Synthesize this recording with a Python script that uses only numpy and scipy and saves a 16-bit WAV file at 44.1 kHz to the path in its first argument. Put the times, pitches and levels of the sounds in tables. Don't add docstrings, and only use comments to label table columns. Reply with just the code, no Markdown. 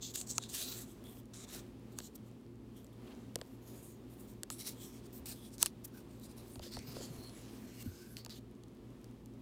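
import sys
import numpy as np
from scipy import signal
from scipy.fft import rfft, irfft, next_fast_len
from scipy.io import wavfile
from scipy.ndimage import uniform_filter1d

SR = 44100
rng = np.random.default_rng(int(sys.argv[2]) if len(sys.argv) > 2 else 0)


def store_pcm(level_fs):
    pcm = np.round(np.clip(level_fs, -1, 1) * 32767).astype(np.int16)
    wavfile.write(sys.argv[1], SR, np.atleast_2d(pcm).T)


N = 414981


def undb(db):
    return 10 ** (np.asarray(db) / 20)


def unit(x):
    return x / np.sqrt(np.mean(x ** 2))


def colour(x, points):
    hz, db = np.transpose(points)
    size = next_fast_len(len(x))
    f = np.arange(size // 2 + 1) * SR / size + 1
    gain = undb(np.interp(np.log(f), np.log(hz), db))
    return irfft(rfft(x, size) * gain, size)[:len(x)]


def resonance(x, hz, width):
    return signal.lfilter(*signal.iirpeak(min(hz, SR / 2.5), hz / width, SR), x)


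def walk(count):
    k = SR // count
    steps = np.repeat(rng.standard_normal(N // k + 1), k)
    return 2.7 * uniform_filter1d(steps, k)[:N]


def decay(t, t60):
    return np.exp(-np.log(1000) * t / t60)


def add(out, s, x):
    i = int(s * SR)
    out[i:i + len(x)] += x[:N - i]


def room(level_db=-55.5, split_hz=450, waver_rad=0.92):
    # f/Hz, level/dB
    room_spectrum = [(25, -34.5), (45, -10), (70, -10), (110, -9), (140, -8.5), (200, -7), (250, -0.5),
                     (290, -9), (380, -9), (520, -17.5), (660, -23), (1100, -27), (1500, -33.5),
                     (3300, -35.5), (6000, -42), (16000, -47)]
    # t/s, level/dB
    hiss_swell = [(0, 4.5), (2.5, 1), (4, 2.5), (6, 2.5), (7, 4.5), (8.2, 1.5), (8.6, 0.5), (9.41, 1.5)]
    # f/Hz, rms level/dB
    hum_tones = [(44.8, -75.5), (56.65, -67), (113.3, -71), (116.8, -61), (120, -64)]
    # f/Hz, width/Hz, rms level/dB
    cabinet_modes = [(217.3, 11.5, -63), (261.5, 21.3, -65), (350.1, 18.7, -65)]
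    t = np.arange(N) / SR
    air = undb(level_db) * unit(colour(rng.standard_normal(N), room_spectrum))
    upper = signal.sosfilt(signal.butter(1, split_hz, "high", fs=SR, output="sos"), air)
    swell_db = np.interp(t, *np.transpose(hiss_swell)) + 0.8 * walk(count=6)
    air += (undb(swell_db) - 1) * upper
    for hz, db in hum_tones:
        phase = 2 * np.pi * (hz * t + rng.random()) + waver_rad * walk(count=2)
        air += np.sqrt(2) * undb(db) * np.sin(phase)
    for hz, width, db in cabinet_modes:
        drone = resonance(resonance(rng.standard_normal(N), hz, width), hz, width)
        air += undb(db) * unit(drone)
    return air


def bumps(push_s=0.0024):
    # t/s, level of the decay at its start/dB, starting f/Hz, t60/s
    hand_bumps = [(5.2, -47, 70.5, 0.25), (5.299, -46, 90, 0.091), (6.555, -43, 252, .06),
                  (6.577, -39.5, 87, 0.12), (6.605, -40, 80, 0.13), (6.6, -51, 554, 0.037),
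                  (6.665, -40, 520, 0.029), (6.768, -39, 587, 0.042), (6.78, -36, 80, 0.056),
                  (6.88, -37, 150, 0.075), (6.965, -40, 374, 0.042), (6.984, -40, 554, 0.036),
                  (7.004, -30, 414, 0.025), (7.1, -37.5, 153, 0.096), (7.186, -34, 110, 0.054),
                  (7.86, -30, 244, 0.08), (7.873, -34, 94, 0.15)]
    out, t = np.zeros(N), np.arange(SR // 2) / SR
    for s, db, hz, t60 in hand_bumps:
        swing = np.sin(2 * np.pi * hz * t * (1 - 0.41 * t))
        onset = 1 - np.exp(-t / push_s)
        add(out, s, undb(db) * onset * decay(t, t60) * swing)
    return out


def creases(least_db=-56.5, spread_db=2.0, low_hz=4000, high_hz=13000, count=70):
    out, click = np.zeros(N), np.arange(SR // 300) == 0
    for when, size, pitch in rng.random((count, 3)):
        hz = low_hz * (high_hz / low_hz) ** pitch
        tick = resonance(1. * click, hz, hz / 2)
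        peak_db = least_db - spread_db * np.log(size)
        add(out, when * N / SR, undb(peak_db) * tick / abs(tick).max())
    return out


def snaps(fall_db=5.5, knock_fall_db=11.5, scatter_db=3.0, after_db=-25.0, tear_s=0.0014, late_s=0.0014,
          knock_cycles=1.146):
    # t/s (each sounds late_s later), peak level/dB, f of the strongest paper modes/Hz,
    # table knock level against that peak/dB, f of the knock/Hz
    snap_events = [(0.157, -26, 8200, -38, 490), (0.212, -27, 7300, -36, 533),
                   (0.38, -14.5, 6700, -15, 1290), (0.436, -33.5, 3870, -29, 689),
                   (1.0393, -45, 13700, -21, 592), (1.068, -52, 3330, -15, 495),
                   (1.169, -51, 3300, -5, 509), (1.255, -52, 12100, -16, 517), (1.547, -34, 7440, -16, 676),
                   (1.9862, -25, 8200, -21, 1180), (2.0013, -38, 2770, -10, 549),
                   (2.8439, -45.5, 12200, -10, 511), (3.0738, -53, 2770, -15, 503),
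                   (3.107, -57, 3060, 2, 549), (3.3557, -19, 6300, -13, 490), (3.3867, -50, 4910, 3, 509),
                   (3.4126, -31.5, 3170, -6, 505), (4.432, -23.5, 8300, -25, 485),
                   (4.5006, -26, 4500, -11.5, 1390), (4.979, -55, 7100, -8, 557),
                   (5.5805, -36.5, 9350, -25, 568), (5.6267, -5, 9700, -25, 1170),
                   (5.659, -16, 8700, -27, 1500), (5.664, -26, 6960, -27, 544),
                   (5.8483, -51, 6500, -10, 570), (6.1968, -46, 12000, -25, 500),
                   (6.5556, -41.5, 4400, -5.5, 724), (6.5928, -39.5, 5340, -2, 676),
                   (6.7664, -40.5, 3570, 6, 620), (6.789, -36, 4440, -28, 482),
                   (6.9637, -46, 4080, 10, 510), (7.0087, -51.5, 4130, 10, 490),
                   (7.294, -44, 4390, -14, 697), (8.167, -31.5, 3500, -40, 482),
                   (8.1844, -42, 4850, -21, 482), (8.2473, -33.5, 6270, -25, 692),
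                   (8.2609, -34.5, 4070, -12, 824), (8.294, -40, 4700, -26, 576),
                   (8.6347, -47, 4410, -17, 746), (9.042, -44, 7470, -29, 483),
                   (9.2577, -46, 9800, -17, 500)]
    # f/Hz, t60/s
    ring_modes = [(480, 0.018), (700, .015), (950, 0.019), (1300, 0.014), (1700, 0.0052), (2150, 0.0027),
                  (2750, 0.005), (3500, 0.003), (4500, 0.0052), (5400, 0.0028), (6600, 0.0029),
                  (7800, 0.0031), (9500, 0.0035), (11300, 0.002), (14000, 0.00187)]
    out, t = np.zeros(N), np.arange(SR // 25) / SR
    hz, t60 = np.transpose(ring_modes)[:, :, None]
    mode_hz = hz[:, 0]
    wood = mode_hz < 1500
    ring = np.sin(2 * np.pi * hz * t) * decay(t, t60)
    late = np.maximum(t - knock_cycles / hz, 0)
    board = np.sin(2 * np.pi * hz * late) * decay(late, t60)
    signs = (-1) ** np.arange(len(ring_modes))
    chance = rng.standard_normal((len(snap_events), len(ring_modes)))
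    jerks = rng.standard_normal((len(snap_events), 200))
    for (s, peak_db, bright_hz, knock_db, knock_hz), c, jerk in zip(snap_events, chance, jerks):
        gain = undb(scatter_db * c - fall_db * abs(np.log2(mode_hz / bright_hz)))
        paper = (gain * ~wood * signs) @ ring
        push = undb(after_db) * jerk * np.exp(-t[:len(jerk)] / tear_s)
        push[0] = 1
        paper = np.convolve(paper, push)
        knock_gain = undb(-knock_fall_db * abs(np.log2(mode_hz / knock_hz)))
        table = (knock_gain * wood) @ board
        add(out, s + late_s, undb(peak_db) * paper / abs(paper).max())
        add(out, s + late_s, undb(peak_db + knock_db) * table / abs(table).max())
    return out


def stroke_db(t, start_s, attack_s, hold_s, release_s, db, edge_db=21):
    early = (start_s + attack_s - t) / max(attack_s, 1 / SR)
    late = (t - start_s - attack_s - hold_s) / max(release_s, 1 / SR)
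    off = np.maximum(np.maximum(early, late), 0)
    return np.where((early < 1) & (late < 2), db - edge_db * off, -np.inf)


def slides(catch_db=3.0, flicker_db=0.5, patchy_db=2.0, waver_db=2.0, sharp=9.24, pivot_hz=6000, edge_s=0.0015):
    singing = {"press": (7200, 2400, -1, 4107, -4.5, 3.1), "rub": (3711, 1000, -5.5, 7050, -2, -4),
               "low": (3313, 648, -3, 8800, -20, 4.5), "airy": (8200, 2800, -32, 13000, -23, 6),
               "sweep": (7100, 3000, -14, 3700, -22, 1.6), "drag": (3302, 600, -13, 8800, -22, 2),
               "dull": (2900, 1300, 7, 1500, 1, -13), "thin": (6700, 800, -13, 13400, -18, 4),
               "scuff": (4298, 1900, -11.5, 9000, -9.5, 1.1),
               "tear": (4502, 2512, -11, 9495.5, -10.5, -1.5),
               "hollow": (1522, 256, -6.5, 13900, -18, -1.5), "dark": (4500, 1902, -5.5, 5500, -34, -2.5),
               "broad": (6500, 4000, -18, 2197, -14, -3), "whine": (10500, 600, -7, 8400, -19, -7),
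               "whistle": (4235, 296, 1, 10200, -22, 1)}
    # f/Hz, level/dB
    sheet_spectrum = [(350, -52), (600, -10), (858, -13.5), (1160, -7.5), (1780, -8), (3210, -4),
                      (5330, -1.5), (8050, -2), (10700, -5.5), (15100, -3.5), (16000, -21)]
    # start t/s, attack/s, hold/s, release/s, level/dB, way the sheet sings
    finger_strokes = [ (0.007, 0.021, 0.042, 0.11, -50, "press"),
                      (0.136, 0.0032, 0.076, 0.034, -45, "press"),
                      (0.141, 0.016, 0.0018, 0.01, -34.5, "press"),
                      (0.267, 0.035, .006, 0.044, -42.5, "press"), (0.34, 0.011, 0.035, .02, -57, "press"),
                      (0.064, 0.018, .035, .012, -54, "press"), (0.263, 0.0086, .004, .01, -51.5, "press"),
                      (0.398, 0.032, .004, 0.065, -49, "rub"),
                      (0.484, 0.0087, 0.013, 0.044, -48.5, "press"),
                      (.515, 0.026, 0.084, 0.21, -40.5, "sweep"), (0.678, .03, 0.12, 0.039, -49, "sweep"),
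                      (0.87, .01, 0.051, 0.012, -67, "low"), (1.038, 0.014, .15, .025, -61, "low"),
                      (1.333, 0.0036, 0.11, 0.016, -51.5, "rub"), (1.465, 0.021, .11, 0.022, -51.5, "rub"),
                      (1.494, 0.052, 0.016, .055, -49.5, "scuff"), (1.91, 0.011, .005, .05, -63.5, "press"),
                      (1.956, 0.032, .002, .03, -50.5, "press"), (1.998, 0.019, 0.054, .03, -57, "press"),
                      (2.146, 0.012, 0.0022, 0.0073, -49.5, "airy"), (2.748, .022, .004, 0.085, -60, "low"),
                      (2.922, 0.008, .003, 0.027, -68, "low"), (3.065, 0.012, .002, 0.014, -56, "dull"),
                      (3.096, 0.025, .002, .012, -56.5, "dull"), (3.13, 0.02, 0.13, .04, -80, "rub"),
                      (2.237, 0.027, 0.018, 0.035, -75, "airy"), (3.37, .01, 0.17, .05, -72.5, "airy"),
                      (3.612, 0.068, 0.061, 0.27, -61, "thin"), (3.817, .012, 0.076, 0.077, -59.5, "thin"),
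                      (4.079, .027, 0.031, 0.051, -66.5, "airy"), (4.152, 0.054, .005, 0.18, -64.5, "airy"),
                      (4.241, 0.057, .005, 0.055, -61.5, "airy"), (4.5, 0.0083, 0.014, .09, -52.5, "scuff"),
                      (4.554, 0.054, .002, 0.05, -44.5, "scuff"),
                      (4.63, 0.043, .002, 0.059, -39.5, "scuff"), (4.76, 0.067, .015, 0.14, -54, "drag"),
                      (4.89, 0.019, 0.085, 0.022, -63, "drag"), (5.014, 0.041, 0.014, 0.0088, -61, "drag"),
                      (5.122, .007, 0.056, 0.025, -57.5, "airy"),
                      (5.256, 0.0017, 0.067, 0.028, -46, "scuff"),
                      (5.337, 0.022, 0.13, 0.026, -63.5, "drag"),
                      (5.509, 0.032, .002, 0.031, -54.5, "scuff"), (5.586, 0.037, .002, 0.021, -37, "tear"),
                      (5.626, .01, 0.034, 0.0257, -48, "tear"),
                      (5.837, 0.01, 0.0088, 0.0074, -48.5, "airy"), (5.864, .014, .002, .015, -61, "airy"),
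                      (5.913, 0.033, 0.061, .05, -64, "hollow"), (6.07, .02, 0.15, .03, -72, "hollow"),
                      (6.211, 0.028, 0.025, 0.02, -57, "scuff"), (6.265, 0.046, .004, 0.025, -59, "scuff"),
                      (6.351, .029, .002, 0.13, -57.5, "scuff"), (6.423, 0.058, 0.07, 0.075, -63, "airy"),
                      (6.611, 0.02, 0.047, 0.048, -51.5, "dark"), (6.691, .035, 0.024, 0.05, -49.5, "dark"),
                      (6.76, .02, 0.053, .03, -64, "broad"), (6.819, 0.056, 0.18, 0.11, -55.5, "dark"),
                      (7.056, 0.079, 0.13, 0.076, -59.5, "whistle"), (7.314, 0.1, .04, .1, -77, "scuff"),
                      (7.297, 0.071, 0.46, 0.071, -65.5, "broad"),
                      (7.617, 0.034, 0.21, 0.023, -71, "whistle"), (7.11, .03, 0.35, 0.034, -70, "whine"),
                      (7.733, .01, 0.019, .02, -66, "scuff"), (7.769, .04, 0.019, 0.0066, -54, "sweep"),
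                      (7.832, 0.029, 0.306, 0.047, -64, "hollow"), (7.92, 0.087, .04, .12, -65, "broad"),
                      (8.169, 0.0039, .002, 0.065, -54.5, "dark"), (8.292, 0.0092, 0.028, .05, -53, "dark"),
                      (8.339, 0.021, .025, 0.011, -59.5, "sweep")]
    catches = uniform_filter1d(rng.standard_normal(N), size=12) * np.sqrt(12)
    fibres = unit(rng.standard_normal(N) * undb(catch_db * catches))
    fibres = fibres * undb(flicker_db * walk(count=70))
    modes = 700 * 2 ** np.arange(0, 4.6, 1 / 6)
    hiss = sum(undb(patchy_db * walk(count=12)) * resonance(fibres, hz, hz / sharp) for hz in modes)
    hiss = colour(hiss, sheet_spectrum)
    out, t = np.zeros(N), np.arange(N) / SR
    waver = undb(waver_db * np.array([walk(count=9), walk(count=9)]))
    for name, (hz, width, sing_db, other_hz, other_db, tilt_db) in singing.items():
        sound = unit(colour(hiss, [(pivot_hz / 2, -tilt_db), (2 * pivot_hz, tilt_db)]))
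        bands = ((hz, width, sing_db, waver[0]), (other_hz, other_hz / 1.64, other_db, waver[1]))
        for f, w, db, swell in bands:
            band = unit(resonance(resonance(sound, f, w), f, w))
            sound = sound + undb(db) * swell * band
        touch = np.zeros(N)
        for *stroke, kind in finger_strokes:
            if kind == name:
                near = slice(int(stroke[0] * SR), int((stroke[0] + 1) * SR))
                touch[near] = np.maximum(touch[near], undb(stroke_db(t[near], *stroke)))
        out += uniform_filter1d(touch, max(int(edge_s * SR), 1)) * unit(sound)
    return out


def scene(tail_db=-32.5, tail_t60_s=0.037):
    near = slides() + snaps() + creases()
    t = np.arange(int(.2 * SR)) / SR
    tail = rng.standard_normal(len(t)) * decay(t, tail_t60_s)
    wet = signal.fftconvolve(near, tail / np.sqrt(np.sum(tail ** 2)))[:N]
    return (near + undb(tail_db) * wet + bumps() + room())[None]


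def record(dry, top_hz=15900):
    return signal.sosfilt(signal.ellip(8, .2, 60, top_hz, fs=SR, output="sos"), dry)


dry = scene()
out = record(dry)
store_pcm(out)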